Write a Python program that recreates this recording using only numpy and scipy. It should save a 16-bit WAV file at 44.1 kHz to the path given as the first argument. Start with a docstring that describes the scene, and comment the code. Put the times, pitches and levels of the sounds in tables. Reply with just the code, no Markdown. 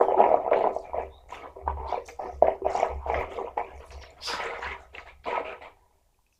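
"""Vegetables are washed by hand in a plastic bowl over a steel sink in a small tiled kitchen.
Skins stick and slip (clicks, gurgles) and knock (thuds, plops) on the bowl, whose modes ring on.
Water is swarms of bubbles and ticks, with slaps, drips and squirts between the fingers; wet skin whistles.
The sink booms softly when pressed: noise through its lowest modes. Towards the end the water is tipped
out in a few gushes, the first of which hisses on the steel. Tile echo and faint room noise surround it."""
import sys
import numpy as np
from scipy import signal
from scipy.fft import rfft, irfft
from scipy.io import wavfile
from scipy.ndimage import uniform_filter1d, map_coordinates

SR = 44100
rng = np.random.default_rng(int(sys.argv[2]) if len(sys.argv) > 2 else 0)


def wav_record(signal):
    """Record a signal, one row per channel, as 16-bit PCM in the file named by sys.argv[1]."""
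    frames = np.transpose(np.atleast_2d(signal))
    bounded = np.clip(frames, -1, 1)
    # unit amplitude maps onto the largest positive 16-bit level
    quanta = np.round(bounded * 32767).astype(np.int16)
    wavfile.write(sys.argv[1], SR, quanta)


N = 281799
TIME = np.arange(N) / SR
BINS_HZ = np.fft.rfftfreq(4096, 1 / SR)

# Strokes of the hand round the bowl. Each row: start in seconds, length in seconds,
# relative rubbing level in dB, relative splash level in dB, air pocket pitch in Hz.
STROKES = [(0, 0.013, -17, -39.5, 669), (0.085, 0.28, -25.5, -51.5, 676), (0.16, 0.18, -19.5, -42, 641),
           (0.374, 0.38, -30.5, -59, 611.4), (0.504, 0.17, -22, -43, 580),
           (0.821, 0.087, -41.5, -59.5, 670), (0.933, 0.083, -28, -46.5, 710),
           (1.285, 0.15, -46, -46.5, 702), (1.431, 0.029, -37, -55, 585), (1.554, 0.072, -43, -77, 486),
           (1.66, 0.039, -33, -52, 930), (1.765, .13, -37, -58, 850), (1.887, 0.072, -38.5, -43.5, 622),
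           (2.071, 0.031, -42.5, -62, 708), (2.186, 0.11, -32.5, -51.5, 670),
           (2.416, 0.087, -23.5, -46, 643), (2.642, 0.093, -29, -41.5, 690), (2.74, 0.12, -27, -38, 748),
           (2.874, 0.041, -31, -51.5, 690), (3.055, 0.066, -31.5, -45, 750), (3.114, 0.11, -26.5, -36, 764),
           (3.278, .1, -38.5, -49, 480), (3.357, 0.12, -33, -54.5, 507), (3.565, 0.029, -24.5, -41.5, 720),
           (3.622, 0.13, -50, -51, 655), (3.793, 0.037, -47.5, -49.5, 627), (3.906, 0.22, -48.5, -57, 650),
           (4.16, 0.33, -52.5, -53.5, 656)]
# Gushes as the bowl is tipped out. Each row: start in seconds, length in seconds, relative gurgling level
# in dB, relative splash level in dB, air pocket pitch in Hz, relative spray level in dB.
GUSHES = [(4.268, .1, -40.5, -37.5, 950, -37.5), (4.378, 0.21, -34.5, -36.5, 542, -46.5),
          (4.612, 0.12, -40, -35.5, 948, -48.5), (4.776, 0.069, -50.5, -59, 767, -73),
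          (4.926, 0.096, -47, -55, 690, -57.5), (5.054, 0.034, -47, -47.5, 707, -56.5),
          (5.255, 0.147, -28.5, -37.5, 972, -49.5), (5.44, 0.092, -36, -41, 690, -56.5),
          (5.604, 0.066, -44, -48, 840, -58)]
# Spectrum of a blow on the bowl. Each row: frequency in Hz, relative level in dB.
THUD = [(60, -37.5), (150, -25.5), (280, -13), (400, -6.5), (660, -1), (950, -3.5), (1200, -13),
        (1550, -29), (2150, -24.5), (3000, -63.5), (4500, -100), (12000, -83)]
# Spectrum of splashing water. Each row: frequency in Hz, relative level in dB.
SPLASH = [(150, -7.5), (500, -2), (1100, 5), (1600, 3), (2200, 8.5), (2800, -3), (3700, -21), (5000, -32.5),
          (9000, -48), (16000, -64.5)]
# Spectrum of fine spray. Each row: frequency in Hz, relative level in dB.
SPRAY = [(1200, -22), (3000, 7), (4500, 5), (7200, 3), (9000, -6.5), (12000, -6), (15500, -4.5)]


def gain_of(db):
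    """Decibels to an amplitude factor."""
    return 10 ** (np.asarray(db) / 20)


def evened(x):
    """Scales to rms 1."""
    return x / np.sqrt(np.mean(x ** 2) + 1e-20)


def steadied(x, size):
    """Unit power over stretches of about size samples; the finer grain stays."""
    power = uniform_filter1d(uniform_filter1d(x ** 2, size), size // 2)
    return x / np.sqrt(abs(power) + np.mean(x ** 2) / 1000)


def read(points, hz):
    """Interpolates a spectrum table on a log-frequency axis."""
    f, value = np.transpose(points)
    return np.interp(np.log(hz + 1), np.log(f + 1), value)


def track(curve, column):
    """One column of a curve, interpolated for every sample."""
    rows = np.array(curve)
    return np.interp(TIME, rows[:, 0], rows[:, column])


def add(mix, s, sound):
    """Adds a sound at s seconds, cut at the scene's end."""
    part = mix[max(round(s * SR), 0):][:len(sound)]
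    part += sound[:len(part)]


def through(x, taps):
    """Convolves and keeps the scene's length."""
    return signal.oaconvolve(x, taps)[:N]


def pulse(spectrum, shift=1):
    """Minimum-phase pulse with this spectrum moved up by a factor; peak 1."""
    log_gain = np.log(gain_of(read(spectrum, BINS_HZ / shift)))
    circle = np.concatenate([log_gain, log_gain[-2:0:-1]])
    min_phase = np.exp(np.conj(signal.hilbert(circle)))
    taps = np.fft.ifft(min_phase).real[:len(BINS_HZ)]
    return taps / abs(taps).max()


def resonate(x, hz, width_hz):
    """One-pole resonance of gain 1, run at baseband, at a fixed or moving pitch."""
    turn = np.exp(2j * np.pi * np.cumsum(hz * np.ones(len(x))) / SR)
    r = np.exp(-np.pi * width_hz / SR)
    baseband = signal.lfilter([1 - r], [1, -r], x / turn + 1e-18)
    return 2 * (turn * baseband).real


def drifting(x, depth_db, frames=9, size=3):
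    """The hands keep changing the hollows the sound comes from: broad bands swell and fade at random."""
    hz, t, z = signal.stft(x, SR, nperseg=512)
    field = rng.standard_normal((64, len(t)))
    field = uniform_filter1d(field, size, 0)
    field = evened(uniform_filter1d(field, int(frames), 1))
    band = np.clip(7 * np.log2(1 + hz / 100), 0, 63)
    grid = np.meshgrid(band, np.arange(len(t)), indexing="ij")
    field = map_coordinates(field, grid, order=1)
    return signal.istft(z * gain_of(depth_db * field), SR, nperseg=512)[1][:N]


def movements(rows, column, attack_s, sag_db_per_s, release_db_per_s, lapping_db):
    """Level of a run of movements: each swells, sags while it lasts, dies quickly, leaves the water lapping."""
    lapping_db_per_s = 37.5
    t, power = TIME[::64], 0
    for row in rows:
        age = np.maximum(t - row[0], 0)
        after = np.maximum(age - row[1], 0)
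        main = gain_of(-sag_db_per_s * age - release_db_per_s * after)
        lapping = gain_of(lapping_db - lapping_db_per_s * age)
        swell = np.minimum(age / attack_s, 1)
        power = power + (gain_of(row[column]) * swell * np.maximum(main, lapping)) ** 2
    return np.interp(TIME, t, np.sqrt(power))


def clicks(per_s, spread_db):
    """Random clicks of either sign: many small, a few large."""
    size = gain_of(spread_db * np.minimum(rng.exponential(1, N), 4))
    return size * rng.choice([-1, 1], N) * (rng.random(N) < per_s / SR)


def bubble(hz, cycles, rise):
    """A trapped air pocket decays by 1/e in this many cycles at hz and rises in pitch as it surfaces."""
    age = np.arange(0, 6, hz / (cycles * SR))  # in decay times
    phase = 2 * np.pi * cycles * (age + rise * age ** 2 / 2)
    return np.exp(-age) * np.sin(phase) / np.sqrt(len(age))


def plink(hz, cycles, rise):
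    """One clear bubble that swells over its first cycle; peak 1."""
    ring = bubble(hz, cycles, rise)
    cycle = np.minimum(np.arange(len(ring)) * hz / SR, 1)
    ring = ring * np.sin(np.pi / 2 * cycle) ** 2
    return ring / abs(ring).max()


def water(low_hz, high_hz, per_s, spread_db, cycles, rise, tick_share):
    """A swarm of bubbles, each of its own size, among the sharp ticks of landing drops."""
    swarm = np.zeros(N)
    for s, pitch, rarity, ring, side in rng.random((round(per_s * N / SR), 5)):
        size = np.sign(side - .5) * gain_of(spread_db * min(-np.log(1 - rarity), 4))
        hz = low_hz * (high_hz / low_hz) ** pitch
        add(swarm, s * N / SR, size * bubble(hz, cycles * (0.16 + 3.9 * ring), rise))
    return evened(swarm) + tick_share * evened(clicks(per_s, spread_db))


def pocket_pitch():
    """The air pocket in the water glides from the pitch of one movement to that of the next."""
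    return track([(row[0] + row[1] / 2, row[4]) for row in STROKES + GUSHES], column=1)


def rubbing(slips_per_s, spread_db, pocket_width_hz, pocket_db):
    """Skins stick and slip on wet plastic among gurgling bubbles; the air pocket under the hand colours both."""
    gurgle = water(358.8, 1150, per_s=100, spread_db=3, cycles=6.5, rise=0.045, tick_share=0)
    slips = through(evened(clicks(slips_per_s, spread_db)), pulse(THUD))
    gurgle = through(gurgle, pulse(THUD))
    slosh = evened(slips) + gain_of(-1.5) * evened(gurgle)
    slosh = drifting(slosh, depth_db=6.0, frames=6)
    hz = pocket_pitch()
    pocket = resonate(resonate(slosh, hz, pocket_width_hz), hz, pocket_width_hz)
    effort = movements(STROKES + GUSHES, column=2, attack_s=0.01, sag_db_per_s=18.5,
                       release_db_per_s=295, lapping_db=-19.5)
    return steadied(slosh + gain_of(pocket_db) * pocket, size=1500) * effort


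def bowl(x, ring_db):
    """The bowl and basin ring on after each touch, as a bank of decaying modes."""
    # Each row: frequency in Hz, 60 dB decay time in seconds, relative level in dB.
    bowl_modes = [(300, 0.28, -8), (391.6, 0.2, 4.5), (480, 0.16, 4), (746, .16, -15), (958, 0.15, 4.5),
                  (1006.5, 0.062, -2.5), (1271.4, 0.14, 3)]
    ring = 0
    for hz, t60_s, db in bowl_modes:
        width_hz = np.log(1000) / np.pi / t60_s
        ring = ring + gain_of(db) * resonate(x, hz, width_hz)
    return x + gain_of(ring_db) * ring


def splashing():
    """Churned bubbles and drops, coloured by the cupped hand in a stroke and open in a gush."""
    # Colour of the cupped hand. Each row: frequency in Hz, relative level in dB.
    cupped = [(300, 8), (900, -2.5), (1550, -5.5), (2200, -2), (2800, -0.5), (3900, -2), (7000, 0)]
    swarm = water(700, 3800, per_s=1500, spread_db=4.0, cycles=5.8, rise=0.03, tick_share=1.0)
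    swarm = drifting(through(swarm, pulse(SPLASH)), depth_db=4.5)
    thrown = movements(STROKES, column=3, attack_s=0.038, sag_db_per_s=23.0,
                       release_db_per_s=259.5, lapping_db=-21)
    poured = movements(GUSHES, column=3, attack_s=0.016, sag_db_per_s=26.5,
                       release_db_per_s=319, lapping_db=-27.5)
    in_hand = steadied(through(swarm, pulse(cupped)), size=1600)
    return in_hand * thrown + steadied(swarm, size=1600) * poured


def squirts(swarm):
    """Each squirt is a short puff of fine bubbles, pitched by the gap between the fingers."""
    # Each row: start in seconds, length in seconds, relative level in dB, brightest pitch in Hz.
    squirt_rows = [(0, 0.017, -62, 6430), (0.54, 0.096, -52.5, 2400), (0.713, 0.12, -64.5, 6470),
                   (1.277, 0.071, -61, 7350), (1.306, 0.088, -54, 2950), (1.86, 0.07, -53, 4060),
                   (2.048, 0.036, -48.5, 6600), (2.185, 0.18, -69, 5450), (2.692, 0.12, -52, 5400),
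                   (3.062, 0.12, -68, 5500), (3.283, 0.086, -70.5, 7000), (3.288, 0.08, -53.5, 2520),
                   (3.748, 0.049, -67, 8740), (3.836, 0.094, -64.5, 8200), (3.9, 0.039, -57, 4330),
                   (4.005, 0.026, -49, 3600), (4.203, 0.042, -44, 3600), (4.23, 0.12, -50, 7000),
                   (4.393, 0.068, -58.5, 6900), (4.545, 0.18, -63.5, 6540), (4.602, .04, -54, 4100),
                   (4.786, 0.041, -68, 6500), (4.957, 0.048, -61, 5000), (5.232, .12, -52.5, 3030),
                   (6.315, .03, -72, 6000)]
    width_octaves, skirt_db, usual_hz = .33, -15.5, 7000
    out, bins_hz = np.zeros(N), np.fft.rfftfreq(SR // 2, 1 / SR)
    for row in squirt_rows:
        start_s, hz = row[0], row[3]
        first = max(round(start_s * SR), 0)
        # low-pitched squirts carry less fine mist
        mist = gain_of(skirt_db) * (hz / usual_hz) ** 2 * gain_of(read(SPRAY, bins_hz))
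        peak = np.exp(-.5 * (np.log2((bins_hz + 1) / hz) / width_octaves) ** 2)
        puff = irfft(rfft(swarm[first:], SR // 2) * (mist + peak), SR // 2)
        puff = steadied(puff, size=2000)
        force = movements([row], column=2, attack_s=0.029, sag_db_per_s=16,
                          release_db_per_s=278, lapping_db=-27)
        force = force[first:][:len(puff)]
        add(out, start_s, puff[:len(force)] * force)
    return out


def spraying(hiss_db):
    """Fine spray squirts, strokes leave a little froth, gushes throw coarser drops over a dense hiss."""
    # Coarser drops of a gush. Each row: frequency in Hz, relative level in dB.
    coarse_spectrum = [(1200, -11.5), (2800, 8), (3900, 5.5), (5500, -11.5), (7500, -7.5), (9500, -21),
                       (15500, -36.5)]
    swarm = water(2600, 14000, per_s=900, spread_db=2.5, cycles=7.7, rise=.012, tick_share=1.0)
    swarm = evened(drifting(swarm, depth_db=4.5, frames=10))
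    fine = steadied(through(swarm, pulse(SPRAY)), size=2400)
    hissing = swarm + gain_of(hiss_db) * rng.standard_normal(N)
    coarse = steadied(through(hissing, pulse(coarse_spectrum)), size=2400)
    froth = gain_of(-26.0) * movements(STROKES, column=3, attack_s=0.02, sag_db_per_s=11.0,
                                       release_db_per_s=121.5, lapping_db=-21)
    poured = movements(GUSHES, column=5, attack_s=0.023, sag_db_per_s=56.5,
                       release_db_per_s=283, lapping_db=-33.5)
    return squirts(swarm) + fine * froth + coarse * poured


def squeaks(width_hz):
    """Wet skin and squeezed air whistle: noise through a narrow resonance that glides in pitch."""
    # Each row: start in seconds, length in seconds, start pitch in Hz, end pitch in Hz, level in dB.
    squeak_rows = [(0, 0.21, 3310, 2710, -60), (0.814, 0.13, 2400, 2300, -57.5),
                   (1.082, .16, 3510, 3920, -61.5), (1.742, 0.31, 890, 976, -38),
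                   (1.914, 0.11, 850, 480, -41), (2.972, 0.13, 960, 930, -42),
                   (3.952, 0.15, 5930, 5160, -60.5)]
    out = np.zeros(N)
    for s, length_s, start_hz, end_hz, db in squeak_rows:
        hiss = rng.standard_normal(SR)[:int(length_s * SR)]
        hz = np.linspace(start_hz, end_hz, len(hiss))
        tone = resonate(resonate(hiss, hz, width_hz), hz, width_hz)
        add(out, s, gain_of(db) * evened(tone) * np.hanning(len(tone)))
    return out


def boom(hz, width_hz, rumble_db, upper_hz=152, upper_db=-21):
    """The two lowest modes of the sink floor, over a dull rumble of handling."""
    # The hands lean on the bowl and the sink flexes.
    # Each row: start in seconds, length in seconds, level in dB.
    presses = [(.89, .24, -48.5), (1.615, .22, -35), (2.27, .2, -41.5), (2.62, 0.039, -38.5),
               (2.875, .11, -35), (3.02, 0.11, -39), (3.125, 0.074, -32.5), (3.71, .09, -46.5),
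               (3.87, 0.11, -41.5), (4.6, 0.11, -45)]
    # the weight of the bowl keeps the sink stirring until it is lifted
    resting_db, lift_s, lift_db_per_s = -59, 5.44, 33.5
    tone = resonate(resonate(rng.standard_normal(N), hz, width_hz), hz, width_hz)
    tone = steadied(tone, size=3000)
    upper = evened(resonate(resonate(rng.standard_normal(N), upper_hz, 26), upper_hz, 26))
    lowpass = signal.butter(3, 72, fs=SR, output="sos")
    rumble = evened(signal.sosfilt(lowpass, rng.standard_normal(N)))
    resting = gain_of(resting_db - lift_db_per_s * np.maximum(TIME - lift_s, 0))
    pressing = movements(presses, column=2, attack_s=0.065, sag_db_per_s=4.0,
                         release_db_per_s=232.0, lapping_db=-23)
    push = np.hypot(resting, pressing)
    modes = (tone + gain_of(upper_db) * upper) * push
    return modes + gain_of(rumble_db) * rumble * np.sqrt(push * push.mean())


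def air():
    """The faint steady noise of the room: shaped Gaussian noise."""
    # Each row: frequency in Hz, relative level in dB.
    air_spectrum = [(25, -8.5), (80, -14.5), (200, -20), (800, -27.5), (1500, -34), (7000, -31),
                    (15000, -35)]
    level_db = -73.5
    hz = np.fft.rfftfreq(N, 1 / SR)
    spectrum = rfft(rng.standard_normal(N)) * gain_of(read(air_spectrum, hz))
    return gain_of(level_db) * evened(irfft(spectrum, N))


def knocks(thud_db, plop_db, cycles):
    """Each blow of vegetables or water lumps is a hollow thud and the plop of a trapped air pocket."""
    # Each row: time in seconds, relative level in dB, plop pitch in Hz.
    knock_rows = [(.013, -5, 637), (.084, -8.5, 715), (.109, -12.5, 745), (.121, -10, 548),
                  (.145, -11, 640), (.192, -7.5, 674), (.203, -0.5, 714), (.2115, -8, 705),
                  (0.2397, -6, 840), (.248, -16.5, 815), (.315, -6.5, 650), (.342, -1.5, 676),
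                  (.463, -14.5, 700), (.478, -12, 722), (.519, -10, 553), (.532, -7, 602), (.544, -9, 620),
                  (.558, -15, 600), (.597, -16.5, 645), (.608, -11, 670), (.641, -13, 956),
                  (.655, -10.5, 633), (.671, -7, 740), (.764, -12.5, 654), (.933, -21.5, 940),
                  (.983, -14, 687), (1.006, -16.5, 668), (1.324, -25, 1016), (1.567, -34, 412),
                  (1.677, -11, 896), (1.925, -12.5, 710), (1.943, -14.5, 747), (1.977, -18, 532),
                  (2.195, -20, 760), (2.424, 0.5, 650), (2.483, -5.5, 650), (2.62, -22, 367),
                  (2.654, -20, 687), (2.664, -7.5, 667), (2.751, -11, 730), (2.799, -11.5, 762),
                  (2.83, -7, 673), (3.063, -18, 757), (3.099, -10.5, 800), (3.135, -15, 660),
                  (3.178, -19, 540), (3.197, -19.5, 680), (3.381, -24.5, 494), (3.411, -20.5, 750),
                  (3.577, -12, 800), (5.274, -18.5, 964), (5.328, -16.5, 940), (5.378, -15.5, 643)]
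    out, thud = np.zeros(N), pulse(THUD)
    for s, db, hz in knock_rows:
        plop = signal.fftconvolve(bubble(hz, cycles, rise=0.0061), thud)
        add(out, s, gain_of(db + thud_db) * thud)
        add(out, s - .5 / hz, gain_of(db + plop_db) * plop / abs(plop).max())
    return out


def slaps(usual_hz, bubble_db, spatter_s, spatter_share):
    """A lump of water lands, breaks into a quick spatter and leaves a ringing bubble."""
    # Each row: time in seconds, relative level in dB, pitch in Hz.
    slap_rows = [(.12, -33, 2060), (.239, -24, 2120), (.51, -39.5, 2540), (.532, -18.5, 2220),
                 (1.679, -31.5, 1520), (1.343, -32.5, 2200), (2.087, -33, 2300), (2.47, -29.5, 2050),
                 (2.764, -34.5, 5740), (3.099, -28.5, 2200), (3.144, -14.5, 1950), (3.577, -27.5, 2200),
                 (3.906, -39.5, 2530), (3.92, -39, 2180), (4.034, -35, 2200), (4.295, -27.5, 1220),
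                 (4.334, -21.5, 1470), (4.405, -21, 2160), (4.454, -23, 1560), (4.659, -24, 1540),
                 (4.717, -26, 2150), (4.949, -33.5, 2500), (4.982, -27, 2110), (5.243, -38, 2260),
                 (5.357, -20.5, 2170)]
    out, t = np.zeros(N), TIME[:SR // 20]
    for s, db, hz in slap_rows:
        spray = rng.standard_normal(len(t)) * np.exp(-t / spatter_s)
        spatter = (t == 0) + spatter_share * spray
        slap = signal.fftconvolve(spatter, pulse(SPLASH, hz / usual_hz))
        add(out, s, gain_of(db) * slap / abs(slap).max())
        add(out, s, gain_of(db + bubble_db) * plink(hz, cycles=5.2, rise=0.015))
    return out


def drips(ring_s, rise):
    """A drop lands and leaves one ringing bubble, whose decay time is ring_s at any pitch."""
    # Each row: time in seconds, relative level in dB, pitch in Hz.
    drip_rows = [(.751, -48, 7800), (.787, -46, 5600), (2.762, -35, 5560), (2.801, -34, 7000),
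                 (2.83, -29, 2290), (4.105, -49, 7100), (4.439, -40, 6700), (4.458, -40, 7500),
                 (4.645, -36.5, 4150), (4.951, -29, 2700), (4.982, -32, 2200), (5.083, -44, 2200),
                 (6.145, -65, 2460), (6.19, -58, 950), (6.265, -57.5, 2500), (6.326, -58.5, 2570)]
    out = np.zeros(N)
    for s, db, hz in drip_rows:
        add(out, s, gain_of(db) * plink(hz, hz * ring_s, rise))
    return out


def pouring():
    """A thin sheet of water hisses on the steel and excites its high modes."""
    # Level of the sheet. Each row: time in seconds, level in dB.
    sheet = [(4.19, -82.5), (4.23, -44), (4.27, -32), (4.31, -36.5), (4.36, -44.5), (4.42, -66)]
    # Ringing of the steel. Each row: frequency in Hz, width in Hz, relative level in dB.
    steel_modes = [(2730, 110, -4.5), (3500, 180, 1.5), (3980, 90, -0.5), (4930, 280, 12), (5120, 45, 8),
                   (10000, 130, -6.5)]
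    ring = sum(gain_of(db) * resonate(rng.standard_normal(N), hz, width_hz)
               for hz, width_hz, db in steel_modes)
    ring = signal.sosfilt(signal.butter(1, 9000, fs=SR, output="sos"), ring)
    running = (TIME > sheet[0][0]) * (TIME < sheet[-1][0])
    return steadied(ring, size=2000) * gain_of(track(sheet, column=1)) * running


def kitchen(x, first_s):
    """Dense reflections from the tiles, each band dying at its own speed."""
    # Each row: frequency in Hz, 60 dB decay time in seconds.
    decay_times = [(200, 0.43), (700, 0.15), (2000, 0.24), (5000, 0.31), (12000, 0.17)]
    taps = rng.choice([-1., 1.], SR // 2) * (rng.random(SR // 2) < 1 / 12)
    hz, t, z = signal.stft(taps, SR, nperseg=256)
    decay = gain_of(-60 * t / read(decay_times, hz)[:, None])
    tail = signal.istft(z * decay, SR, nperseg=256)[1]
    tail *= np.arange(len(tail)) > first_s * SR
    return through(x, tail / np.linalg.norm(tail))


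def scene():
    """Blows, rubbing and splashing ring the bowl; all but the boom and air echo in the kitchen."""
    blows = bowl(knocks(thud_db=-19.0, plop_db=-4.0, cycles=2.39), ring_db=2)
    rub = rubbing(slips_per_s=340, spread_db=4.0, pocket_width_hz=390, pocket_db=0.0)
    rub = gain_of(-3.0) * bowl(rub, ring_db=-1.0)
    wet = gain_of(0.5) * bowl(splashing(), ring_db=1.5)
    wet += gain_of(-0.5) * spraying(hiss_db=2.5)
    wet += gain_of(-2.0) * slaps(usual_hz=2200, bubble_db=-8.0, spatter_s=0.013, spatter_share=0.13)
    tones = pouring() + squeaks(width_hz=170) + gain_of(-2) * drips(ring_s=0.0025, rise=0.012)
    sent = gain_of(-5.5) * blows + gain_of(-9.0) * rub + gain_of(-11.5) * (wet + tones)
    echo = kitchen(sent, first_s=0.0039)
    sink = boom(hz=68.76, width_hz=4.7, rumble_db=-3.5)
    return (blows + rub + wet + tones + echo + sink + air())[None]


def record(dry):
    """Limits the band with a steep linear-phase low-pass."""
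    edge_hz = 15550
    lowpass = signal.firwin(511, edge_hz, window=("kaiser", 9), fs=SR)
    return signal.oaconvolve(dry, lowpass[None], "same")


dry = scene()
out = record(dry)
wav_record(out)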